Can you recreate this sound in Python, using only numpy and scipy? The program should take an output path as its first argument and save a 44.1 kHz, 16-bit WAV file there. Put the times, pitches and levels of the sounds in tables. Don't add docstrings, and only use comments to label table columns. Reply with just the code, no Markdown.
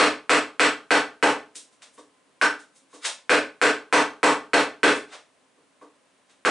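import sys
import numpy as np
from scipy import signal
from scipy.fft import rfft, irfft
from scipy.io import wavfile
from scipy.ndimage import uniform_filter1d, minimum_filter1d

SR = 44100
rng = np.random.default_rng(int(sys.argv[2]) if len(sys.argv) > 2 else 0)


def bounce(signal):
    frames = np.transpose(np.atleast_2d(signal))
    limited = np.clip(frames, -1, 1)
    pcm = np.round(limited * 32767).astype(np.int16)
    wavfile.write(sys.argv[1], SR, pcm)


N = 286650
N_FFT, LEAD = 8192, SR // 20
HZ = np.fft.rfftfreq(N_FFT, 1 / SR)
TIME_S = np.arange(-LEAD, N) / SR
RING_S = np.arange(SR * 3 // 4) / SR

# t/s, level/dB
BUMPS = [(1.555, -33.5), (1.978, -21.5), (2.93, -22.5), (5.572, -37.5), (5.603, -42), (5.814, -21)]


def mallet(handle_hz=1520, handle_width_hz=260):
    # t/s, strength/dB, thud/dB, block f/Hz, handle ring/dB, crack/dB, blade f/Hz
    blows = [(-.012, -.5, -0.5, 1270, -4, 1.5, 4300), (.295, -1, -1.5, 1350, -5, 1.5, 7600),
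             (.596, -3, -0.5, 1405, -3.5, 4.5, 7750), (.907, -3, -1, 753, 3, 1.5, 4460),
             (1.227, -2, -1, 814, 0, -3, 2980), (2.414, -8, -7, 300, 8.5, -1, 5460),
             (3.295, -3, -0.5, 540, 4.5, 1.5, 2430), (3.6153, -1.5, -3, 440, 4.5, 0, 7350),
             (3.9264, 0.5, -2, 974, -0.5, -1.5, 6100), (4.231, 1, -1.5, 1046, -3, -3.5, 7700),
             (4.534, -2, -.5, 697, 0.5, 0, 4300), (4.832, -1.5, 1, 380, 4, 1.5, 3380),
             (6.45, -11, 1, 1230, 2, 0, 7000)]
    bands_hz = [380, 950, 2900, 7800]
    pushes = np.zeros(len(TIME_S))
    for start_s, strength_db, thud_db, block_hz, handle_db, crack_db, blade_hz in blows:
        snap_db = 0.54 * crack_db - 1
        tilt_db = spectrum(list(zip(bands_hz, [thud_db, 0, crack_db, snap_db])))
        lift_db = bells([(block_hz, 0.3 * block_hz, 5),
                         (handle_hz, handle_width_hz, handle_db),
                         (blade_hz, 0.065 * blade_hz, 5)])
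        add(pushes, start_s, through(contact(), pulse(strength_db + tilt_db + lift_db)))
    return pushes


def contact(corner_hz=3000, crush_s=0.0027, crush_db=-2):
    t = RING_S[:N_FFT]
    low_power = 1 / (1 + (HZ / corner_hz) ** 6)
    push = pulse(10 * np.log10(low_power))
    splinters = unit(spiky_noise(N_FFT, spread_db=3) * np.exp(-t / crush_s))
    crush = through(splinters, pulse(crush_db + 10 * np.log10(1 - low_power + 1e-9)))
    return whiten(push + crush, bins=31)


def chisel(pushes):
    # f/Hz, level/dB
    knock = [(25, -36), (60, -38), (90, -24), (140, -19), (200, -13.5), (280, -4), (750, -3), (1150, -3),
             (1750, -3.5), (2500, -4), (3200, -10), (6800, -20), (9300, -20.5), (11000, -34.5)]
    # f/Hz, width/Hz, lift/dB
    resonances = [(1568, 140, 5), (4300, 230, 4), (5450, 140, 4.5), (6350, 45, 6), (7950, 750, 5.5)]
    return through(pushes, unit(pulse(spectrum(knock) + bells(resonances))))


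def bench(pushes, build_cycles=4.1):
    # f/Hz, level/dB, T60/s
    modes = [(115.5, -41, 0.23), (199.5, -27, 0.22), (260.7, -22.5, 0.3), (280.1, -19, 0.34),
             (301.6, -13, 0.32), (412, -17.5, 0.34), (428, -15.5, 0.35), (451.4, -15, .32),
             (483, -13, 0.24), (505.5, -13.5, 0.27), (566, -19.5, 0.27), (622, -17, 0.27),
             (696, -17.5, 0.25), (935, -16.5, 0.2), (1101, -18.5, 0.32), (1134, -15.5, 0.24),
             (1193, -16, 0.29), (1306, -20, 0.28), (1496, -18, .3), (1517, -19, 0.21), (1545, -15.5, .3),
             (1573, -17.5, .3), (1670, -29, 0.25), (1984, -16, 0.25), (2530, -18, 0.19)]
    t = RING_S
    ring = np.zeros(len(t))
    for hz, db, t60_s in modes:
        envelope = (1 - np.exp(-t * hz / build_cycles)) * gain_of(-60 * t / t60_s)
        ring += gain_of(db) * unit(envelope * np.sin(2 * np.pi * (hz * t + rng.random())))
    return through(pushes, ring)


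def fibres(highpass_hz=200, rub_db=-11, rub_s=0.012):
    # t/s, level/dB, length/s, tilt/(dB/octave)
    cracks = [(1.555, -6.5, 0.0029, 6.5), (1.72, -32, 0.0081, 5), (1.82, -16, 0.003, 0),
              (1.93, -22.5, .02, 15), (1.975, -23.5, .014, 2), (2.592, -22.5, .007, 4),
              (2.751, -24, 0.019, 7.5), (2.928, -18.5, .03, 4), (3.046, 6.5, 0.012, 0.44),
              (4.949, -11.5, 0.012, 5), (5.117, -9, .026, -4), (6.289, -28, 0.021, -0.5)]
    rubs = [(start_s, db + rub_db, rub_s, 0) for start_s, db in BUMPS]
    out = np.zeros(len(TIME_S))
    for start_s, db, length_s, db_per_octave in [*cracks, *rubs]:
        add(out, start_s - LEAD / SR, gain_of(db) * crack(length_s, db_per_octave))
    return signal.sosfilt(signal.butter(2, highpass_hz, "high", fs=SR, output="sos"), out)


def crack(length_s, db_per_octave, strain_db=-11.5):
    # f/Hz, level/dB
    colour = [(100, -33.5), (300, -14), (550, -0.5), (2200, 1), (5000, 0), (9000, -1.5), (11000, -16.5)]
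    # f/Hz, width/Hz, lift/dB
    crack_peaks = [(3360, 130, 3.5), (3710, 150, 6.5), (1100, 110, 2.5)]
    t = TIME_S[:N_FFT]
    strain = gain_of(strain_db) * np.exp(-abs(t) / length_s) * (t < length_s)
    breaking = np.sin(np.pi * np.clip(t / length_s, 0, 1))
    clump = whiten(spiky_noise(N_FFT, spread_db=7) * np.maximum(strain, breaking), bins=15)
    tilt_db = db_per_octave * np.log2(HZ / 3000 + 0.1)
    return unit(through(clump, pulse(spectrum(colour) + bells(crack_peaks) + tilt_db)))


def bumps(firm_db=-25, firm_hz=800, db_per_octave=13, highpass_hz=260):
    # f/Hz, width/Hz, lift/dB
    resonances = [(320, 90, 5), (1070, 230, 10)]
    highpass_db = -10 * np.log10(1 + (highpass_hz / (HZ + 1)) ** 6)
    out = np.zeros(len(TIME_S))
    for start_s, db in BUMPS:
        corner_hz = firm_hz * 2 ** ((db - firm_db) / db_per_octave)
        lowpass_db = -16 * np.log10(1 + (HZ / corner_hz) ** 3)
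        add(out, start_s, gain_of(db) * unit(pulse(lowpass_db + highpass_db + bells(resonances))))
    return out


def workshop(x, sway_rad_per_s=1.886):
    # f/Hz, level/dB
    direct = [(200, -19), (600, -23), (1400, -2.5), (2500, -5), (4500, -15), (10000, -11.5)]
    # f/Hz, level/dB
    width = [(60, -17), (250, -20), (600, -15.5), (1400, -12), (3000, -11), (9000, -9.5)]
    paths = [x * np.cos(sway_rad_per_s * TIME_S), x * np.sin(sway_rad_per_s * TIME_S)]
    mid_echoes = sum(through(path, reflections()) for path in paths)
    side_echoes = sum(through(path, reflections()) for path in paths)
    mid = through(x, pulse(spectrum(direct))) + mid_echoes
    side = through(side_echoes, pulse(spectrum(width)))
    return np.array([mid + side, mid - side])


def reflections(walls_s=0.0053, bench_top_db=-7):
    # f/Hz, T60/s
    decay = [(100, 0.47), (260, 0.28), (700, 0.31), (1800, 0.28), (4800, 0.27), (10000, 0.24)]
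    hz, t, noise = signal.stft(rng.standard_normal(len(RING_S)), SR, nperseg=256)
    t60_s = np.interp(hz, HZ, spectrum(decay))[:, None]
    _, tail = signal.istft(noise * gain_of(-60 * t / t60_s), SR, nperseg=256)
    onset = np.where(RING_S > walls_s, 1, gain_of(bench_top_db))
    return whiten(tail[:len(RING_S)] * onset, bins=15)


def room_tone(mid_db=-64.5, side_re_mid_db=-6):
    # f/Hz, level/dB
    floor = [(25, -37.5), (90, -17), (160, -7.5), (280, -4.5), (400, -4.5), (530, -1.5), (750, -6),
             (1000, -6), (1250, -8), (2800, -11.5), (5500, -18.5), (9500, -16.5), (11000, -26.5)]
    # f/Hz, width/Hz, lift/dB
    hum = [(269.7, 26, 9.5), (1030, 11, 12.5)]
    colour = gain_of(mid_db) * unit(pulse(spectrum(floor) + bells(hum)))
    mid, side = (through(rng.standard_normal(len(TIME_S)), colour) for _ in range(2))
    side *= gain_of(side_re_mid_db)
    return np.array([mid + side, mid - side])


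def gain_of(db):
    return 10 ** (np.asarray(db) / 20)


def unit(x):
    return x / np.linalg.norm(x)


def spectrum(points):
    hz, value = np.transpose(points)
    return np.interp(np.log(HZ + 1), np.log(hz), value)


def bells(resonances):
    return sum(db / (1 + (2 * (HZ - hz) / width_hz) ** 2) for hz, width_hz, db in resonances)


def pulse(db):
    log_gain = np.log(gain_of(np.maximum(db, -100)))
    mirrored = np.r_[log_gain, log_gain[-2:0:-1]]
    return irfft(np.exp(np.conj(signal.hilbert(mirrored)))[:len(HZ)])


def spiky_noise(samples, spread_db):
    return rng.standard_normal(samples) * gain_of(spread_db * rng.standard_normal(samples))


def whiten(noise, bins):
    power = uniform_filter1d(abs(rfft(noise, N_FFT)) ** 2, size=bins)
    return unit(through(noise, pulse(-10 * np.log10(abs(power) + 1e-12))))


def through(x, response):
    return signal.fftconvolve(x, response)[:len(x)]


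def add(mix, start_s, sound):
    part = mix[LEAD + round(start_s * SR):][:len(sound)]
    part += sound[:len(part)]


def scene(knock_db=25, ring_db=25, bump_ring_db=-3):
    pushes, taps = mallet(), bumps()
    near = gain_of(knock_db) * chisel(pushes) + fibres() + taps
    ringing = bench(gain_of(ring_db) * pushes + gain_of(bump_ring_db) * taps)
    return (workshop(near) + ringing + room_tone())[:, LEAD:]


def record(dry, threshold_db=-14.0, slope=0.81, release_db_per_s=280, lowpass_hz=11150):
    power = uniform_filter1d((dry ** 2).mean(0), size=40)
    level_db = 10 * np.log10(abs(power) + 1e-12)
    fall_db = release_db_per_s * TIME_S[LEAD:]
    held_db = np.maximum.accumulate(level_db + fall_db) - fall_db
    over_db = np.maximum(held_db - threshold_db, 0)
    duck_db = slope * uniform_filter1d(minimum_filter1d(-over_db, size=45), size=45)
    lowpass = signal.firwin(401, lowpass_hz, window=("kaiser", 8), fs=SR)
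    return signal.oaconvolve(dry * gain_of(duck_db), lowpass[None], "same")


dry = scene()
out = record(dry)
bounce(out)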